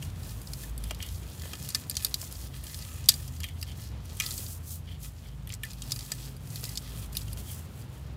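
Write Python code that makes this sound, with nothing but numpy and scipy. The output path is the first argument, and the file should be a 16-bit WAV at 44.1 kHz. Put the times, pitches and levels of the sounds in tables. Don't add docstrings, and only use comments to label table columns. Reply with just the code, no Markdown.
import sys
import numpy as np
from scipy import signal
from scipy.fft import rfft, irfft
from scipy.io import wavfile

SR = 44100
rng = np.random.default_rng(int(sys.argv[2]) if len(sys.argv) > 2 else 0)


def store_wav(level_fs):
    pcm = np.round(np.clip(np.atleast_2d(level_fs), -1, 1) * 32767)
    wavfile.write(sys.argv[1], SR, pcm.T.astype(np.int16))


def boost_factor(decibels):
    exponent = np.asarray(decibels, float) / 20
    return 10 ** exponent


N = 359856

# peak time in seconds, rise in seconds, fall in seconds, fine powder level in dB,
# coarse grinding level in dB; the rise and the fall each span 10 dB.
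SWELLS = [(.035, 0.031, 0.064, -49, -54.5), (.289, 0.13, 0.1, -49, -53.5), (.5, 0.18, 0.13, -51, -65),
          (.629, 0.091, 0.065, -45, -55), (.9, 0.14, 0.039, -52.5, -56), (1.03, 0.05, 0.29, -50.5, -57),
          (1.147, 0.17, 0.059, -54, -75), (1.301, 0.062, 0.12, -66, -62), (1.51, 0.26, 0.15, -49, -51.5),
          (1.66, .12, 0.11, -47.5, -52), (1.79, 0.084, 0.067, -49, -50.5), (2.03, 0.13, 0.11, -46.5, -50.5),
          (2.225, 0.066, 0.065, -43.5, -51.5), (2.43, .17, 0.068, -47, -52),
          (2.564, 0.034, 0.066, -50, -48.5), (2.68, 0.053, 0.35, -46, -53), (2.92, 0.23, 0.24, -56, -48),
          (3.159, 0.028, 0.16, -55.5, -52.5), (3.352, 0.035, 0.033, -53, -58),
          (3.435, 0.056, 0.094, -53, -64), (3.605, 0.036, 0.037, -54.5, -63), (3.687, .03, .06, -54, -55),
          (3.817, 0.057, 0.079, -50, -51), (4.109, 0.092, .1, -70, -57), (4.25, 0.036, 0.084, -46, -40.5),
          (4.39, 0.21, 0.1, -39.5, -54.5), (4.53, 0.055, 0.042, -41.5, -71),
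          (4.722, 0.062, 0.05, -39.5, -72), (4.924, 0.08, 0.035, -59, -56),
          (5.042, 0.031, 0.047, -43.5, -51), (5.248, 0.34, 0.18, -61.5, -66.5),
          (5.524, 0.036, .03, -52, -47.5), (5.66, 0.033, 0.16, -54.5, -54), (5.9, 0.094, 0.29, -47.5, -54),
          (6.08, 0.12, .13, -51, -55), (6.25, 0.13, 0.072, -49, -52), (6.565, 0.12, 0.071, -46.5, -54.5),
          (6.66, 0.072, 0.13, -45, -51), (6.85, 0.049, .12, -65, -57.5), (7.029, 0.25, 0.048, -48, -52.5),
          (7.175, 0.046, 0.06, -44.5, -52), (7.32, 0.085, .03, -50.5, -58), (7.388, 0.023, 0.041, -45, -57),
          (7.508, 0.071, .11, -43, -57), (7.807, 0.11, 0.041, -53, -62), (7.952, 0.065, .12, -58.5, -71)]
# level relative to the crumb's peak in dB, t60 in seconds.
SCATTER = [(-42.5, 0.71), (-41, 0.23)]
# frequency in Hz, relative density in dB per Hz.
POWDER_SPECTRUM = [(1500, -42), (3000, -15.5), (4700, -9), (7300, -3.5), (11000, -3), (15500, -5)]
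# frequency in Hz, width in Hz, relative gain in dB.
HOLLOWS = [(2520, 620, -4), (4800, 1580, 2)]
# frequency in Hz, relative level in dB, t60 in seconds.
PLATE_MODES = [(1279, -4, 0.081), (1771, 1, 0.055), (1990, 1.5, 0.045), (2500, -1.5, 0.0632),
               (2850, -2, 0.069), (3170, 5, 0.028), (3850, -6.5, 0.036), (4360, -42.5, 0.033),
               (4836, 3.5, 0.025), (5290, 1.5, 0.025), (6000, -4, 0.031), (6570, -19.5, 0.0067),
               (7240, 14, 0.0052), (8000, 7.5, 0.019), (8800, 4.5, 0.027), (9410, 8, 0.014),
               (10800, -12.5, 0.0058)]
# start in seconds, length in seconds, level at mid-stroke in dB.
RUBS = [(0.806, 0.19, -57), (0.988, 0.11, -46.5), (3.385, 0.16, -52.5), (3.548, 0.053, -60),
        (3.657, 0.082, -50), (4.856, 0.12, -51.5), (5.211, 0.15, -59.5), (5.495, 0.051, -59),
        (7.354, 0.1, -60), (7.444, 0.11, -55)]
# frequency in Hz, width in Hz, relative gain in dB.
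CUP_MODES = [(3170, 440, -2), (2250, 420, -9), (4300, 700, -13)]
# time in seconds, peak in dB before the bass cut,
# weight in dB, sharpness in dB before a common offset, favoured frequency in Hz.
CRUMBS = [(.025, -29.5, 1, -11, 3400), (.4155, -36.5, -7, 15, 5030), (0.472, -33.5, -13, -10, 5290),
          (.534, -25.5, -11.5, 0, 5300), (.6352, -35, -15, 3, 1750), (0.778, -29.5, -15, 13, 4700),
          (0.839, -28.5, -15, 3.5, 4800), (0.9082, -23.5, 1, -3, 3340), (0.947, -32.5, -7, 4, 5700),
          (1.0032, -29, 18, -6, 3170), (1.026, -22, -7, 0, 3530), (1.087, -32.5, -40, -6, 3160),
          (1.456, -36, 4, -1.5, 4440), (1.5327, -26.5, 2, 0, 3050), (1.626, -31, -18, 7, 7040),
          (1.6473, -31, -29, 1, 3270), (1.6884, -20.5, -9, 7, 6630), (1.703, -26, -8, -7, 5310),
          (1.7473, -12, -10.5, -25, 5280), (1.752, -20, -8, 0, 5280), (1.7553, -27, 2, 4, 1810),
          (1.8974, -16, -26, 9, 4930), (1.9115, -23.5, -10, -3, 4270), (1.9527, -27, -15, -11, 5500),
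          (1.968, -12, -40, -26, 4080), (2.034, -31, -5, 10, 4570), (2.0474, -7.5, -32, 2.5, 4820),
          (2.0657, -28, -18, -4, 4870), (2.142, -12, -48, -3.5, 4980), (2.215, -22.5, -29, 4.5, 6960),
          (2.2405, -31, -12, 3, 7060), (2.3248, -27.5, -27, 6.5, 7040), (2.639, -31.5, -2, 9, 4330),
          (2.744, -26, -17, -2, 4800), (2.7892, -31.5, -9, 3, 4840), (3.0873, 0, -52, 0, 4800),
          (3.0903, 0, -20, -1.5, 4800), (3.1395, -23, -23, -13, 4800), (3.278, -32.5, -5, 3, 5270),
          (3.403, -30, -4, 6, 7120), (3.4333, -26, -7, -10, 3170), (3.441, -21.5, 7, 2.5, 3170),
          (3.4656, -45, -3, -2, 3170), (3.486, -33.5, 9, -8, 1800), (3.614, -30, -24, 5, 5430),
          (3.627, -23.5, 2, 2, 4800), (3.7165, -42, 3, -9, 3220), (4.1694, -35, -19, 14, 3045),
          (4.1997, -13.5, -3.5, -0.5, 2530), (4.207, -20.5, 9, -2.5, 2460), (4.2206, -24, -23, -7, 2550),
          (4.25, -35, -8, 7, 5050), (4.2628, -20, -21, 2, 4660), (4.315, -25, -23, -4, 4680),
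          (4.3784, -23.5, -9, 1, 7550), (4.4644, -30, -25, -9, 4800), (5.473, -32.5, 10.5, 9, 2290),
          (5.502, -34, 21, -7, 2276), (5.5306, -38, 32, -4, 3080), (5.634, -22, 14, 9.5, 1830),
          (5.6514, -30.5, -1, 3, 1860), (5.7155, -34, -20, -9, 5290), (5.7323, -35, -14, 5, 4800),
          (5.82, -24.5, -24, -8, 3840), (5.908, -28, -27, -8, 4800), (5.9194, -15, -17, -2.5, 4800),
          (5.961, -28, -4, -2, 5290), (5.991, -27.5, -15, -6, 3700), (6.0083, -31, -14, -7, 4790),
          (6.1182, -18, -8.5, -4, 4940), (6.366, -39, -21, 8, 4800), (6.5579, -23.5, -13, 1, 4630),
          (6.64, -22.5, -15, 0, 4300), (6.692, -28, -16, 3, 6320), (6.755, -27.5, -25, -14, 4760),
          (6.7739, -17.5, -29, -2.5, 4900), (7.129, -33, -23, 7, 7360), (7.1512, -28, -3, 4, 4750),
          (7.1691, -15, -26, 3.5, 4530), (7.281, -37.5, 0, -5, 3300), (7.33, -26.5, -14, 8, 4860),
          (7.3728, -33.5, -17, -3, 3300), (7.5154, -32, -6, 14, 7990)]
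# time in seconds, peak in dB.
THUDS = [(0.909, -25), (1.455, -35.5), (1.534, -38), (2.056, -37), (2.229, -36.5), (6.117, -36),
         (6.634, -35.5)]
# time in seconds, lowest hum in Hz, its level in dB,
# second mode's level in dB, upper modes' level in dB.
DRONE_COURSE = [(0.0, 56.6, -40, -45.5, -41.5), (0.09, 52.8, -49, -39, -41), (0.68, 53.1, -34, -52.5, -49),
                (1.45, 60.4, -52, -39, -45.5), (1.59, 67.5, -48.5, -52, -41),
                (1.73, 55.9, -55, -49.5, -45.5), (2.27, 62.1, -40.5, -48.5, -49),
                (3.43, 54.5, -49.5, -37, -45), (3.61, 62, -46.5, -40.5, -44), (3.91, 66.2, -42, -48, -47),
                (4.14, 52.85, -49, -43.5, -46), (4.5, 53.1, -46.5, -47.5, -46),
                (4.7, 62.24, -46.5, -43, -43), (5.13, 54.4, -43.5, -51.5, -46),
                (6.29, 54.6, -47.5, -49.5, -43.5), (7.23, 56.05, -42.5, -47.5, -41.5),
                (7.73, 67.5, -50.5, -47, -47.5), (8.16, 63, -43.5, -49, -47.5)]
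# frequency in Hz, width in Hz, relative level in dB.
ROOM_MODES = [(107.8, 3.6, 1), (130.1, 2.87, 0.5), (150.16, 3.6, -3.5), (183.5, 3.1, -11.5),
              (254, 2.9, -16.5)]
# frequency in Hz, relative density in dB per Hz.
AIR_SPECTRUM = [(36, -37), (50, -6.5), (75, -4.5), (140, -8.5), (200, -10), (350, -19), (700, -23.5),
                (1250, -27), (2000, -32), (3200, -31.5), (7000, -43.5), (15500, -82)]
# time in seconds, level in dB.
AIR_LEVEL = [(0, -47), (2.2, -48.5), (3.5, -50), (4.4, -46.5), (4.7, -51), (5.4, -52), (5.9, -48.5),
             (8.16, -47.5)]


def rms_one(x):
    return x / np.sqrt(np.mean(x ** 2) + 1e-20)


def in_time(rows):
    s, *columns = np.transpose(rows)
    return [np.interp(np.arange(N) / SR, s, column) for column in columns]


def colour(x, spectrum):
    hz, db = np.transpose(spectrum)
    bin_hz = np.maximum(np.arange(len(x) // 2 + 1) * SR / len(x), 1)
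    gain = boost_factor(np.interp(np.log(bin_hz), np.log(hz), db))
    return rms_one(irfft(rfft(x) * gain, len(x)))


def resonance(x, hz, width_hz):
    r = np.exp(-np.pi * width_hz / SR)
    numerator = [(1 - r * r) / 2, 0, (r * r - 1) / 2]
    return signal.lfilter(numerator, [1, -2 * r * np.cos(2 * np.pi * hz / SR), r * r], x)


def band(x, low_hz, high_hz):
    sos = signal.butter(2, [low_hz, min(high_hz, .45 * SR)], "band", fs=SR, output="sos")
    return signal.sosfilt(sos, x)


def drift(rate_hz):
    r = np.exp(-2 * np.pi * rate_hz / SR)
    return rms_one(signal.lfilter([1], [1, -2 * r, r * r], rng.standard_normal(N + SR))[SR:])


def grains(per_s, spread_db):
    sizes = boost_factor(spread_db * np.minimum(rng.exponential(1, N), 5)) * rng.choice([-1, 1], N)
    return sizes * (rng.random(N) < per_s / SR)


def activity():
    rest_powder_db, rest_grinding_db = -68.5, -72
    swell_shape = 1.5
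    t = np.arange(0, N, 44) / SR
    power = boost_factor(2 * np.array([[rest_powder_db], [rest_grinding_db]])) * np.ones(len(t))
    for s, rise_s, fall_s, *levels_db in SWELLS:
        away = np.abs(t - s) / np.where(t < s, rise_s, fall_s)
        swell_db = np.array(levels_db)[:, None] - 10 * np.minimum(away, 10) ** swell_shape
        power = power + boost_factor(2 * swell_db)
    below_db, t60 = np.transpose(SCATTER)[:, :, None]
    for s, peak_db, *_ in CRUMBS:
        scatter_db = peak_db + below_db - 60 * np.abs(t - s) / t60
        power = power + (t > s) * boost_factor(2 * scatter_db)
    return [np.interp(np.arange(N) / SR, t, 10 * np.log10(p)) for p in power]


def powder(level_db):
    decay = np.exp(-1 / (0.0028 * SR))
    ticks = signal.lfilter([1], [1, -decay], np.abs(grains(45, spread_db=4.0)))
    hiss = colour(grains(14000, spread_db=3.5) * (1 + 0.26 * ticks), POWDER_SPECTRUM)
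    coarse = band(hiss, 1000, 4700)
    coloured = hiss + (boost_factor(2.0 * drift(12)) - 1) * coarse
    return boost_factor(level_db + 1.0 * drift(60)) * coloured


def grinding(level_db):
    grit = grains(2500, spread_db=3.5) * boost_factor(2.5 * drift(70))
    hollow, plate = 0, 0
    for k, (hz, width, db) in enumerate(HOLLOWS):
        hollow = hollow + boost_factor(db + 2 * drift(6.7)) * resonance(grit, hz, width) * (-1) ** k
    for hz, db, t60 in PLATE_MODES:
        ring = rms_one(resonance(grit, hz, 5 / t60))
        plate = plate + boost_factor(db - hz / 700 + 4 * drift(3)) * ring
    return boost_factor(level_db) * rms_one(rms_one(hollow) + boost_factor(-3) * rms_one(plate))


def rubbing():
    t = np.arange(N) / SR
    strokes = sum(boost_factor(db) * np.sin(np.pi * np.clip((t - s) / length, 0, 1)) for s, length, db in RUBS)
    grit = grains(5000, spread_db=4.0) * boost_factor(2.0 * drift(80))
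    pocket = sum(boost_factor(db) * resonance(resonance(grit, hz, width), hz, 2 * width)
                 for hz, width, db in CUP_MODES)
    return strokes * rms_one(pocket)


def small_crumbs(grit_db, count):
    when, spot = rng.random((count, 2)).T
    size, weight, sharp = rng.standard_normal((count, 3)).T
    peak_db = grit_db[(when * N).astype(int)] + 16.5 + 3.5 * size
    return list(zip(when * N / SR, peak_db, -18 + 5 * weight, -1.5 + 6 * sharp, 4000 * 2 ** spot))


def crumbs(rows):
    out, length = np.zeros(N + SR), SR // 6
    t = np.arange(length) / SR
    hz, mode_db, t60 = np.transpose(PLATE_MODES)
    rings = np.sin(2 * np.pi * np.outer(hz, t)) * boost_factor(-60 * t / t60[:, None])
    for s, peak_db, weight_db, sharp_db, spot_hz in rows:
        crumble_s = 0.0029 * boost_factor(0.014 * (weight_db + 12))
        envelope = np.exp(-t / crumble_s) + 2.5 * np.exp(-t / 0.00017)
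        burst = rng.standard_normal(length) * envelope
        burst = burst + boost_factor(-19) * rng.standard_normal(length) * np.exp(-t / .011)
        burst = burst * (1 - np.exp(-t / 0.00024))
        low = boost_factor(weight_db) * band(band(burst, 1600, 3400), 1660, 5200)
        high = boost_factor(sharp_db - 1.5) * band(burst, 7200, 12600)
        snap = band(burst, 3300, 7400) + low + high
        drive_db = -np.minimum(22 * np.abs(np.log2(hz / spot_hz)), 12)
        drive_db += np.where(hz < .7 * spot_hz, min(weight_db + 3.5, 0), 0)
        plate = boost_factor(mode_db + drive_db + rng.normal(0, 2.5, len(hz))) @ rings
        ring = signal.fftconvolve(burst[:length // 8], plate)[:length] / np.sqrt(crumble_s * SR)
        hit = snap + boost_factor(-7.0 + .05 * weight_db) * ring
        at = round(s * SR)
        out[at:at + length] += boost_factor(peak_db) * hit / np.abs(hit).max()
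    return signal.sosfilt(signal.butter(6, 1200, "high", fs=SR, output="sos"), out[:N])


def thuds():
    pitch_hz, decay_s = 520, 0.0051
    out, t = np.zeros(N + SR), np.arange(SR // 20) / SR
    for s, peak_db in THUDS:
        blow = rng.standard_normal(len(t)) * np.exp(-t / decay_s)
        thud = resonance(blow, pitch_hz, 0.73 * pitch_hz)
        at = round(s * SR)
        out[at:at + len(t)] += boost_factor(peak_db) * thud / np.abs(thud).max()
    return out[:N]


def drone():
    second_hz = 83.85
    lowest_hz, lowest_db, second_db, upper_db = in_time(DRONE_COURSE)
    phase = 2 * np.pi * np.cumsum(lowest_hz) / SR
    lowest = (1.6 + drift(6)) * np.sin(phase) + drift(6) * np.cos(phase)
    rumble = rng.standard_normal((2, N + SR))
    second = resonance(resonance(rumble[0], second_hz, 8.6), second_hz, 9.4)[SR:]
    upper = sum(boost_factor(db) * rms_one(resonance(resonance(rumble[1], hz, width), hz, 5.7 * width))
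                for hz, width, db in ROOM_MODES)[SR:]
    low_modes = boost_factor(lowest_db) * rms_one(lowest) + boost_factor(second_db) * rms_one(second)
    return low_modes + boost_factor(upper_db) * rms_one(upper)


def air():
    level_db, = in_time(AIR_LEVEL)
    return boost_factor(level_db + 1.0 * drift(8.7)) * colour(rng.standard_normal(N), AIR_SPECTRUM)


def scene():
    powder_db, grinding_db = activity()
    hands = powder(powder_db) + grinding(grinding_db) + rubbing()
    falling = crumbs(CRUMBS + small_crumbs(grinding_db, count=110)) + thuds()
    return (hands + falling + drone() + air())[None]


def top_cut(x):
    return signal.sosfilt(signal.butter(12, 16990, fs=SR, output="sos"), x)


def record(dry):
    rounded = .95 * np.tanh(dry / .95)
    no_bass = signal.sosfilt(signal.butter(8, 47, "high", fs=SR, output="sos"), rounded)
    mix = signal.sosfilt(signal.cheby2(12, 36, 16050, fs=SR, output="sos"), no_bass)
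    return top_cut(mix)


dry = scene()
out = record(dry)
store_wav(out)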